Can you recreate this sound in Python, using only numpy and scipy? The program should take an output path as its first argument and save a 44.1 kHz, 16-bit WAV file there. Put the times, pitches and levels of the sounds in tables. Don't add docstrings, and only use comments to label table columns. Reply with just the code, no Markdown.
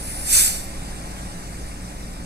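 import sys
import numpy as np
from scipy import signal
from scipy.fft import rfft, irfft
from scipy.io import wavfile
from scipy.ndimage import uniform_filter1d

SR = 44100
rng = np.random.default_rng(int(sys.argv[2]) if len(sys.argv) > 2 else 0)


def persist_wave(psi):
    counts = np.round(np.clip(psi, -1, 1) * 32767).astype(np.int16)
    wavfile.write(sys.argv[1], SR, np.atleast_2d(counts).T)


N = 99225
SLOW_S = 1.12
CAB_LAG_S, VALVE_LAG_S = 0.000463, 0.000484
FAR_SHARE = 0.48

# time in seconds, relative level in dB.
VENT_FLOW = [(.18, -45), (.245, -25), (.3, -8), (0.329, -3), (0.356, 0.5), (.406, -0.8), (.44, -4),
             (.472, -5), (.505, -12), (.571, -18), (.70, -34), (.852, -58)]
# frequency in Hz, relative level in dB.
VENT_COLOUR = [(300, -36), (1100, -22), (1400, -16.5), (2000, -17), (2900, -17.5), (4100, -14),
               (4800, -9.5), (6000, -7), (6500, -7.5), (7400, -2), (8300, -2.5), (9200, -1), (10000, -4),
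               (11000, -6), (12400, -7.5), (13300, -9), (14300, -9)]
# centre in Hz, width in Hz, boost in dB.
OUTLET_RESONANCES = [(1550, 75, 5.5), (2330, 560, 6.5), (3594, 53, 12.5), (4490, 220, 5.5),
                     (5640, 280, 2.5), (6200, 54, 3.5), (8100, 140, 5.5), (8480, 150, 8.5)]
# frequency in Hz, left-right likeness from 0 to 1.
VALVE_LIKENESS = [(1000, 0.72), (2200, 0.52), (3000, 1), (3300, 1), (4300, 0.91), (5200, 0.91), (6100, .78),
                  (7200, .55), (8300, 0.35), (10000, 0.15), (14000, 0.075)]


def air_release(gain_db=-11.5, crossover_hz=6000, low_slope=0.86):
    jet = stereo_noise(VENT_COLOUR, VALVE_LIKENESS, ripple_db=2.5, peaks=OUTLET_RESONANCES,
                       lag_s=VALVE_LAG_S, far_share=FAR_SHARE)
    jet = turbulence(jet, patchy_db=1.37)
    low = signal.sosfiltfilt(signal.butter(4, crossover_hz, fs=SR, output="sos"), jet)
    flow_db = np.interp(clock(), *np.transpose(VENT_FLOW), left=-np.inf, right=-np.inf)
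    swell = (jet - low) * amp(flow_db) + low * amp(low_slope * flow_db)
    return swell * amp(gain_db)


# frequency in Hz, relative level in dB.
LEAK_COLOUR = [(1000, -37), (2000, -14.5), (3200, -27), (5000, -14.5), (6600, -19.5), (7800, -13.5),
               (8700, -10), (9280, -8.5), (9520, -1), (10000, -3), (10600, -14), (12500, -17), (14300, -23)]


def valve_leak(hold_db=-32.5, full_s=0.054, release_s=0.46, rise_db_per_s=106, fall_db_per_s=118):
    t = clock()
    jet = stereo_noise(LEAK_COLOUR, VALVE_LIKENESS, ripple_db=1.3,
                       lag_s=VALVE_LAG_S, far_share=FAR_SHARE)
    attack_db = rise_db_per_s * np.maximum(full_s - t, 0)
    release_db = fall_db_per_s * np.maximum(t - release_s, 0)
    flutter_db = 0.17 * wander(rate_hz=27)
    return jet * amp(hold_db - attack_db - release_db - flutter_db)


# time in seconds, firing rate in Hz.
FIRING_RATE = [(0, 52), (.25, 52.93), (1.2, 53.39), (2.0, 51.94), (2.25, 51.9)]
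# multiple of the firing rate, level in dB,
# waver from 0 to 1, change in dB on the way to that level, which it reaches as the truck slows.
ENGINE_TONES = [(1, -39, 0.15, -1.5), (3.45, -47.5, 0.26, 8), (5.62, -52, 0.4, -0.5),
                (10.35, -58.5, 0.44, -1)]


def engine(whine_hz=1618, whine_db=-54, whine_peak_s=1.29, whine_spread_s=0.25):
    t = clock()
    firings = np.cumsum(np.interp(t, *np.transpose(FIRING_RATE))) / SR
    early = np.maximum(1 - t / SLOW_S, 0)
    drone = sum(amp(db - change_db * early) * tone(multiple * firings, waver, rate_hz=5.3)
                for multiple, db, waver, change_db in ENGINE_TONES)
    swell = np.exp(-((t - whine_peak_s) / whine_spread_s) ** 2)
    whine = tone(whine_hz * t, waver=0.99, rate_hz=7) * amp(whine_db) * swell
    whine_left = np.interp(t - CAB_LAG_S, t, whine)
    return drone + np.array([whine_left, whine])


# frequency in Hz, relative level in dB.
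ROAD_COLOUR = [(4, -22), (12, -2.5), (22, -0.5), (28, -1), (39, -15.5), (60, -8.5), (76, -13.5),
               (122, -10.5), (142, -15.5), (170, -9.5), (215, -16), (290, -17.5), (350, -21), (470, -27),
               (560, -23.5), (820, -34), (1050, -29), (1500, -33), (3000, -97)]
# frequency in Hz, left-right likeness from 0 to 1.
CAB_LIKENESS = [(30, 0.97), (150, 0.97), (330, 0.68), (480, 0.36), (1000, 0.89), (1300, 0.13), (2200, 0.7),
                (2800, 1), (3200, 1), (3800, 0.52), (4700, 0.62), (6000, 0.24), (8000, 0.076),
                (10500, 0.031), (14000, .05)]


def road_rumble(level_db=-34.5, bumps_db=0.15, ease_db_per_s=0.3):
    rumble = stereo_noise(ROAD_COLOUR, CAB_LIKENESS)
    ease_db = ease_db_per_s * (clock() - SLOW_S)
    return rumble * amp(level_db + bumps_db * wander(rate_hz=3.0) - ease_db)


# frequency in Hz, relative level in dB.
RUSH_COLOUR = [(200, -9), (420, 1.5), (600, 4), (830, 6), (1030, 2), (1300, -3), (1950, 1.5), (2400, -2.5),
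               (3100, -5.5), (3700, -5.5), (4100, -6.5), (4800, -3.5), (6200, -6), (7200, -5), (8400, 0),
               (9600, -3), (11000, -10), (12500, -12.5), (14300, -17)]


def wind_rush(level_db=-38.5, gust_db=0.2, fade_db_per_s=3):
    fade_db = fade_db_per_s * np.maximum(clock() - SLOW_S, 0)
    envelope = amp(level_db - fade_db + gust_db * wander(rate_hz=59))
    hiss = stereo_noise(RUSH_COLOUR, CAB_LIKENESS, ripple_db=3.0)
    return turbulence(hiss, patchy_db=1.38) * envelope


# frequency in Hz, left minus right in dB.
STEREO_BALANCE = [(350, -12), (520, -1.5), (1100, -0.4), (1700, 3), (2500, 2.5), (3200, 0), (4100, .7),
                  (5500, 2), (6400, -1.5), (7700, -5.5), (8600, -2), (9600, 0.5), (14000, 0)]


def stereo_noise(colour, likeness, ripple_db=0, peaks=(), lag_s=CAB_LAG_S, far_share=0):
    hz = np.fft.rfftfreq(N, 1 / SR)
    right, independent = rfft(rng.standard_normal((2, N)))
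    above_bass = 1 - np.exp(-(hz / 770) ** 4)
    delay = np.exp(-2j * np.pi * hz * lag_s * above_bass)
    paths = (1 - far_share) * delay + far_share / delay
    shared = np.clip(curve(likeness, hz), 0, 1) * paths
    left = shared * right + np.sqrt(np.maximum(1 - abs(shared) ** 2, 0)) * independent
    spectra = np.array([left, right])
    ripple = uniform_filter1d(rng.standard_normal(spectra.shape), size=36)
    ripple = unit(uniform_filter1d(ripple, size=20))
    balance_db = np.array([[.5], [-.5]]) * curve(STEREO_BALANCE, hz)
    db = curve(colour, hz) + above_bass * (ripple_db * ripple + balance_db)
    for centre_hz, width_hz, boost_db in peaks:
        db = db + boost_db / (1 + (2 * (hz - centre_hz) / width_hz) ** 2)
    return unit(irfft(spectra * amp(db), N))


def turbulence(x, patchy_db):
    frames = signal.stft(x, nperseg=256, noverlap=192)[2]
    patches = uniform_filter1d(rng.standard_normal(frames.shape[1:]), size=4, axis=0)
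    patches = unit(uniform_filter1d(patches, size=20, axis=1))
    churned = signal.istft(frames * amp(patchy_db * patches), nperseg=256, noverlap=192)[1]
    return unit(churned[:, :N])


def tone(cycles, waver, rate_hz, depth=0.51):
    strength = 1 + depth * waver * wander(rate_hz)
    return unit(strength * np.cos(2 * np.pi * cycles + waver * wander(rate_hz)))


def wander(rate_hz):
    hz = np.fft.rfftfreq(N, 1 / SR)
    spectrum = rfft(rng.standard_normal(N)) * (hz > 0)
    return unit(irfft(spectrum / (1 + (hz / rate_hz) ** 4), N))


def curve(points, hz):
    point_hz, value = np.transpose(points)
    return np.interp(np.log(hz + 1), np.log(point_hz + 1), value)


def amp(db):
    return 10 ** (np.asarray(db) / 20)


def unit(x):
    return x / np.sqrt(np.mean(abs(x) ** 2) + 1e-20)


def clock():
    return np.arange(N) / SR


def scene():
    return air_release() + valve_leak() + road_rumble() + wind_rush() + engine()


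def record(dry, cutoff_hz=14240):
    lowpass = signal.firwin(701, cutoff_hz, window=("kaiser", 9), fs=SR)
    return signal.oaconvolve(dry, lowpass[None], "same")


dry = scene()
out = record(dry)
persist_wave(out)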